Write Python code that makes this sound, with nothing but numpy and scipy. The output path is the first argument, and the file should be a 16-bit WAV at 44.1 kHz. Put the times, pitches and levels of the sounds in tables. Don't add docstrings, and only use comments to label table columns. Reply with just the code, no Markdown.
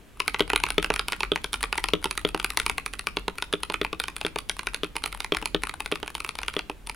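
import sys
import numpy as np
from scipy import signal
from scipy.fft import rfft, irfft, next_fast_len
from scipy.io import wavfile
from scipy.ndimage import uniform_filter1d

SR = 44100
rng = np.random.default_rng(int(sys.argv[2]) if len(sys.argv) > 2 else 0)


def master(y):
    cut = np.clip(np.atleast_2d(y).T, -1, 1)
    pcm = np.round(cut * 32767)
    wavfile.write(sys.argv[1], SR, pcm.astype(np.int16))


N = 306495

# (f/Hz, level/dB)
DESK_COLOUR = [(25, -15), (36, -16), (45, 4), (54, -11), (68, -11.5), (95, -23.5), (300, -25), (1500, -130)]
AIR_COLOUR = [(70, 2), (420, -6), (700, -12), (3000, -17), (5000, -26), (11000, -26), (16000, -33)]
# (f/Hz, t60/s)
ROOM_T60 = [(200, 0.32), (2500, 0.31), (10000, 0.27), (13000, 0.21)]
# (f/Hz, level/dB)
MIRROR_COLOUR = [(400, -10), (1500, 1), (2600, 4), (5000, -7.5), (10000, 3.5), (13000, -10)]
# (f/Hz, left minus right/dB)
LEAN = [(70, 4), (140, 12.5), (280, 1.5), (600, 0)]
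# (f/Hz, level/dB, t60/s)
CASE_MODES = [(173.4, -11, 0.12), (257.6, -3.5, 0.022), (310, -7.5, 0.12), (407.6, 3.5, 0.053),
              (463, -17, 0.14), (592, -8.5, 0.052)]
# (f/Hz, level/dB)
CASE_RADIATION = [(60, -24), (160, -5), (320, 0), (480, 0), (650, -4), (850, -19), (6000, -52)]
# (f/Hz, level/dB)
PLATE_COLOUR = [(300, -19), (680, -6), (880, 1.5), (1450, 1), (1850, -7), (3500, -9), (10000, -66)]
CAP_COLOUR = [(400, -64.5), (1300, -19.5), (2000, -7.5), (2500, -4), (4000, -10), (5500, -19), (7500, -24),
              (16000, -60)]
BAR_COLOUR = [(600, -37), (2000, -9), (3000, -6.5), (3500, -4.5), (3750, -10), (4000, -13), (4500, -18),
              (7000, -32), (16000, -37.5)]
TICK_COLOUR = [(3000, -81), (8400, -1.5), (9850, 6), (11300, -6.5), (13500, -14.5), (16000, -61)]
SNAP_COLOUR = [(1000, -33.5), (4100, 5.5), (6000, -6), (8000, -12), (16000, -18.5)]
LEAF_COLOUR = [(4000, -6), (12000, -2), (16000, -10)]
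# (t/s, level/dB)
TOUCHES = [(0.1723, -52), (0.2613, -48), (0.4783, -42), (0.6011, -33.5), (0.6873, -33.5), (1.6074, -40),
           (1.7553, -35), (2.027, -43), (2.376, -38), (3.5271, -28), (3.7222, -36.5), (4.632, -41),
           (4.7348, -42.5), (5.022, -47), (5.1477, -36), (5.6705, -33), (5.7396, -35), (5.9159, -30.5),
           (6.0613, -43), (6.3537, -37), (6.4164, -39.5)]
# (t/s, strength/dB)
SPACE_DOWN = [(0.4056, -20), (0.781, -20), (1.318, -22.5), (1.935, -20.5), (2.2494, -22), (3.1695, -32),
              (3.5365, -24), (3.8144, -25.5), (4.249, -27.5), (4.8336, -27.5), (5.3213, -22.5),
              (5.5465, -23), (5.9228, -25.5), (6.5657, -27)]
# (body/dB, plate/dB, bar/dB, tick/dB)
SPACE_DOWN_PARTS_DB = [1.4, -1, 0.6, -23.5]
# (t/s, strength/dB)
SPACE_UP = [(0.5332, -22.5), (0.9028, -21.5), (1.4432, -38), (2.056, -26), (2.3464, -24), (3.2809, -25),
            (3.6995, -28.5), (3.9295, -29.5), (4.3594, -27.5), (4.9548, -36.5), (5.4252, -33.5),
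            (5.6351, -42), (6.0293, -32), (6.6976, -30.5)]
# (case/dB, plate/dB, cap/dB, tick/dB)
SPACE_UP_PARTS_DB = [-0.1, 1.25, .2, -15.5]
# (t/s, strength/dB, hardness/dB, plate f/Hz, cap f/Hz)
KEYS = [(0.2021, -22, -2, 1060, 2370), (0.2794, -21, 2, 1470, 2190), (0.3444, -27, -14.5, 1360, 2320),
        (0.3949, -26.5, -2, 990, 2250), (0.501, -22.5, -2.5, 1460, 2260), (0.5599, -18, 5, 1290, 2050),
        (0.6371, -19, -2.5, 990, 2300), (0.6653, -30.5, -7, 1460, 2300), (0.7041, -24, 7, 1500, 2550),
        (0.8268, -28.5, 3, 1450, 2360), (0.8445, -23, -4, 1430, 2500), (0.9392, -27, 6.5, 1220, 2250),
        (0.961, -26, 1, 1480, 2250), (0.994, -22, -2, 1380, 4570), (1.0833, -25, 2, 1110, 2870),
        (1.122, -25, 1.5, 860, 2370), (1.1305, -33, -28, 1430, 2320), (1.2057, -26, -3.5, 925, 2850),
        (1.2322, -25, -13.5, 1450, 2300), (1.3592, -25, -7.5, 1090, 2270), (1.443, -27, 1, 1490, 2480),
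        (1.531, -26, 7.5, 1210, 3780), (1.5405, -24.5, 1.5, 1500, 2930), (1.6291, -24, 7.5, 1020, 1860),
        (1.6386, -28, -19, 1210, 2290), (1.7273, -23, -4, 1440, 2440), (1.778, -30, 9, 1660, 1890),
        (1.781, -28.5, -20, 900, 2080), (1.8405, -21.5, 1, 970, 2580), (1.886, -28, -2, 1030, 2160),
        (2.0424, -23, 4.5, 980, 3060), (2.1104, -26, 6.5, 1250, 2270), (2.1763, -24.5, 4.5, 1290, 2260),
        (2.2889, -34.5, 5, 1290, 2520), (2.3985, -27.5, -3, 1410, 2510), (2.445, -20, 3.5, 1340, 2500),
        (2.5033, -29.5, 7, 1240, 2350), (2.5727, -19, 6, 940, 2070), (2.5993, -23.5, 2.5, 1400, 2430),
        (2.6636, -20.5, 3.5, 940, 2340), (2.697, -22, 1.5, 1270, 2340), (2.7808, -25, -1.5, 1160, 2100),
        (2.8616, -26, 4.5, 1310, 2300), (2.936, -31.5, 3.5, 1420, 2360), (2.9931, -30, 7, 1340, 2330),
        (3.0702, -23, -1, 1220, 2500), (3.1699, -27.5, -12, 950, 2470), (3.383, -30.5, 1, 1390, 2500),
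        (3.4237, -24.5, -0.5, 1450, 3850), (3.6328, -25, 4, 1310, 4020), (3.7412, -24, -6, 1520, 2480),
        (3.848, -26, -7.5, 950, 2470), (3.9997, -23.5, 2, 1420, 3630), (4.0386, -29.5, 0.5, 1520, 3100),
        (4.0823, -28.5, -1, 970, 2280), (4.1651, -31, 9, 1450, 2340), (4.213, -29, -2, 880, 2600),
        (4.265, -27, 2.5, 1570, 2470), (4.3865, -29, 5.5, 1190, 3710), (4.4958, -23.5, 5.5, 1680, 2180),
        (4.5924, -28.5, -1, 1560, 2350), (4.67, -23.5, -1.5, 1500, 2250), (4.745, -26.5, 4, 1410, 4380),
        (4.8446, -33.5, -1, 1280, 2540), (4.9654, -25.5, 4, 940, 2170), (5.0387, -25, 2.5, 1180, 3860),
        (5.0598, -25.5, 3.5, 1310, 2050), (5.1265, -33.5, 3, 1450, 2180), (5.2038, -28.5, 2, 1210, 2120),
        (5.2454, -29.5, -1, 905, 2180), (5.3477, -27.5, -7, 880, 2170), (5.3692, -26.5, 1.5, 1340, 2100),
        (5.4569, -24.5, 5, 940, 2060), (5.6354, -24.5, 3.5, 925, 2100), (5.6941, -31, -1.5, 1270, 2200),
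        (5.8043, -27.5, 2, 945, 2460), (5.8602, -29, 1, 1500, 2430), (5.9565, -31.5, -3, 1170, 2360),
        (6.0784, -32.5, 1, 1630, 2820), (6.1512, -27.5, 2.5, 855, 2830), (6.2033, -29.5, 3, 1220, 2420),
        (6.2468, -29, -1, 1440, 2400), (6.291, -28.5, 2.5, 1130, 2520), (6.388, -30, -4, 990, 2190),
        (6.4322, -31, -3, 1510, 2290), (6.482, -25, -1, 1420, 2680), (6.539, -37, -2, 1120, 2410),
        (6.5916, -29, -5.5, 850, 2700), (6.8715, -35, 9.5, 1050, 3580), (6.8963, -29, 3.5, 1040, 2340)]
# (case/dB, plate/dB, cap/dB, tick/dB)
KEY_PARTS_DB = [-14, -3, 1.02, -10]
# (case, plate, cap, tick; each dB per dB of hardness)
HARDNESS_SHIFT_DB_PER_DB = [-.4, -0.29, -0.23, 0.92]

TOP_HZ = 15900
SIZE = 4096
T_S = np.arange(SIZE) / SR
HZ = np.fft.rfftfreq(SIZE, 1 / SR)
RUMBLE_DB, AIR_DB = -54.5, -52.5
SWAY_DB, THUMB_DB, SWAY_T60_S = -24, 4, 2.18
KEYS_ROOM_DB, SPACE_ROOM_DB = -15, -18
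SLIDE_DB, SLIDE_LEAF_DB, GRAZE_DB = -51, -8, -48
SPACE_UP_PLATE_HZ, SPACE_UP_CAP_HZ = 847, 2700


def amp(db):
    return 10 ** (np.asarray(db) / 20)


def unit(x):
    return x / np.sqrt(np.mean(x ** 2) + 1e-20)


def blow(x):
    return x / np.sqrt(np.sum(x ** 2) / (SR / 100) + 1e-20)


def fade(t_s, t60_s):
    return np.exp(-np.log(1000) * t_s / t60_s)


def along(points, hz):
    f, v = np.transpose(points)
    return np.interp(np.log(hz + 1), np.log(f), v)


def add(track, t_s, sound):
    part = track[..., max(0, round(t_s * SR)):][..., :sound.shape[-1]]
    part += sound[..., :part.shape[-1]]


def later(sound, delay_s):
    return np.pad(sound, (round(abs(delay_s) * SR), 0))[:SIZE]


def filtered(x, gain):
    m = next_fast_len(N + SR // 2)
    spectrum = rfft(x, m) * gain(np.fft.rfftfreq(m, 1 / SR))
    return irfft(spectrum, m)[..., :N]


def causal(push, colour_db):
    cepstrum = irfft(np.log(amp(colour_db)))
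    cepstrum[1:SIZE // 2] *= 2
    cepstrum[SIZE // 2 + 1:] = 0
    return blow(irfft(rfft(push) * np.exp(rfft(cepstrum))))


def noise(colour, side_db):
    mid, side = filtered(rng.standard_normal((2, N)), lambda hz: amp(along(colour, hz)))
    side = amp(side_db) * side
    return unit(np.array([mid + side, mid - side]))


def sway():
    t_s = np.arange(0, N, 100) / SR
    blows = [row[:2] for row in KEYS] + [(s, db + THUMB_DB) for s, db in SPACE_DOWN]
    power = 0
    for s, db in blows:
        power = power + amp(db + SWAY_DB) ** 2 * (t_s > s) * fade(np.abs(t_s - s), SWAY_T60_S) ** 2
    smooth_power = np.abs(uniform_filter1d(power, size=40))
    gain = np.sqrt(amp(RUMBLE_DB) ** 2 + smooth_power)
    return np.interp(np.arange(N) / SR, t_s, gain)


def background():
    rumble = noise(DESK_COLOUR, side_db=-9)
    return sway() * rumble + amp(AIR_DB) * noise(AIR_COLOUR, side_db=-6.5)


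def room(x, t60_points, onset_s):
    out = np.zeros((2, N))
    for part in np.array_split(np.arange(N), 24):
        hz, t_s, z = signal.stft(rng.standard_normal((2, SR // 3)), SR, nperseg=256)
        shape = fade(t_s, along(t60_points, hz)[:, None]) * (1 - np.exp(-t_s / onset_s))
        tail = signal.istft(z * shape, SR, nperseg=256)[1]
        tail = tail / np.linalg.norm(tail[0])
        add(out, part[0] / SR, signal.fftconvolve(x[:, part], tail, axes=1))
    return out


def echoes(x):
    bright = filtered(x, lambda hz: amp(along(MIRROR_COLOUR, hz)))
    out = np.zeros((2, N))
    add(out, .0165, amp(-17.5) * bright)
    add(out, .0181, amp(-22) * x)
    add(out, .0266, amp(-28) * bright)
    return out


def placed(sound, spread_db):
    paths = later(rng.standard_normal(SIZE) * fade(T_S, 0.0024), .0005)
    side = amp(-15.5) * signal.fftconvolve(sound, paths / np.linalg.norm(paths))[:SIZE]
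    pan = amp(rng.uniform(-1.14, 1) * spread_db)
    return np.array([sound * pan + side, sound / pan - side])


def resonance(hz, width_hz, height_db):
    return 10 * np.log10(1 + amp(height_db) ** 2 / (1 + ((HZ - hz) / width_hz * 2) ** 2))


def struck(colour_db, t60_s, rattle_db):
    impulse = blow(np.eye(1, SIZE)[0])
    rattle = amp(rattle_db) * blow(rng.standard_normal(SIZE) * fade(T_S, t60_s))
    return causal(impulse + rattle, colour_db)


def tick():
    note = resonance(9850 * (1 + .03 * rng.standard_normal()), width_hz=500, height_db=5)
    return struck(along(TICK_COLOUR, HZ) + note, t60_s=.007, rattle_db=7)


def thock(scatter_db, detune, damping):
    modes = np.zeros(SIZE)
    for hz, db, t60_s in CASE_MODES:
        level_chance, pitch_chance = rng.standard_normal(2)
        ring = np.cos(2 * np.pi * hz * (1 + detune * pitch_chance) * T_S)
        modes += amp(db + scatter_db * level_chance) * fade(T_S * damping, t60_s) * ring
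    return causal(modes, along(CASE_RADIATION, HZ))


def brush():
    colour_db = np.maximum(along(CAP_COLOUR, HZ), along(PLATE_COLOUR, HZ))
    return struck(colour_db, t60_s=.015, rattle_db=6) + amp(-8) * tick()


def contact(parts_db, plate_hz, cap_hz):
    case_db, plate_db, cap_db, tick_db = parts_db
    chatter_db = rng.uniform(-2, 4)
    case = amp(case_db - 2) * thock(scatter_db=3, detune=.04, damping=1.2)
    plate_note = resonance(plate_hz, width_hz=240, height_db=8)
    plate = amp(plate_db - 2) * struck(along(PLATE_COLOUR, HZ) + plate_note, t60_s=0.028, rattle_db=7.5)
    cap_note = resonance(cap_hz, width_hz=.22 * cap_hz, height_db=8)
    cap = struck(along(CAP_COLOUR, HZ) + cap_note, t60_s=0.012, rattle_db=2.5 + chatter_db)
    cap = amp(cap_db - 3) * cap
    snap = struck(along(SNAP_COLOUR, HZ), t60_s=0.0041, rattle_db=-4.5 + chatter_db)
    snap = amp((cap_db + tick_db) / 2 - 5) * snap
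    switch = amp(tick_db - 3) * later(tick(), .0003)
    return placed(case + later(plate, 0.00019) - cap - snap + switch, spread_db=1.93)


def fingers():
    out = np.zeros((2, N))
    for s, *_ in KEYS:
        slide = struck(along(CAP_COLOUR, HZ), t60_s=.018, rattle_db=12) + amp(-5) * tick()
        leaf = amp(SLIDE_LEAF_DB) * struck(along(LEAF_COLOUR, HZ), t60_s=0.016, rattle_db=7)
        add(out, s - rng.uniform(0.0041, .007), amp(SLIDE_DB) * (slide + leaf))
        graze_db = GRAZE_DB + rng.uniform(-6, 6)
        graze = amp(graze_db) * (brush() + leaf)
        add(out, s + rng.uniform(-.03, .055), placed(graze, spread_db=1))
    for s, level_db in TOUCHES:
        add(out, s, placed(amp(level_db) * brush(), spread_db=-2.5))
    return out


def space_bar():
    out = np.zeros((2, N))
    for s, strength_db in SPACE_DOWN:
        body_db, plate_db, bar_db, tick_db = strength_db + np.array(SPACE_DOWN_PARTS_DB)
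        body = amp(body_db + .7) * thock(scatter_db=1, detune=.008, damping=1)
        plate_note = resonance(1280, width_hz=300, height_db=10)
        knock = amp(plate_db - 6) * struck(along(PLATE_COLOUR, HZ) + plate_note, t60_s=0.032, rattle_db=21)
        bar_note = resonance(3420, width_hz=300, height_db=7)
        bar = amp(bar_db) * struck(along(BAR_COLOUR, HZ) + bar_note, t60_s=0.016, rattle_db=5.5)
        switch = amp(tick_db) * tick()
        add(out, s, placed(body + knock + bar + switch, spread_db=1))
    for s, strength_db in SPACE_UP:
        parts_db = strength_db + np.array(SPACE_UP_PARTS_DB)
        add(out, s, contact(parts_db, SPACE_UP_PLATE_HZ, SPACE_UP_CAP_HZ))
    return out


def letters():
    out = np.zeros((2, N))
    for s, strength_db, hardness_db, plate_hz, cap_hz in KEYS:
        shift_db = hardness_db * np.array(HARDNESS_SHIFT_DB_PER_DB)
        parts_db = strength_db + np.array(KEY_PARTS_DB) + shift_db
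        add(out, s, contact(parts_db, plate_hz, cap_hz))
    return out


def scene():
    small, bar = letters() + fingers(), space_bar()
    half_lean = np.array([[.5], [-.5]])
    keys = filtered(small + bar, lambda hz: amp(half_lean * along(LEAN, hz)))
    room_feed = amp(KEYS_ROOM_DB) * small + amp(SPACE_ROOM_DB) * bar
    return keys + echoes(keys) + room(room_feed, ROOM_T60, onset_s=0.0012) + background()


def record(dry):
    rounded = dry / (1 + np.abs(dry / .75) ** 4) ** (1 / 4)
    return filtered(rounded, lambda hz: hz < TOP_HZ)


dry = scene()
out = record(dry)
master(out)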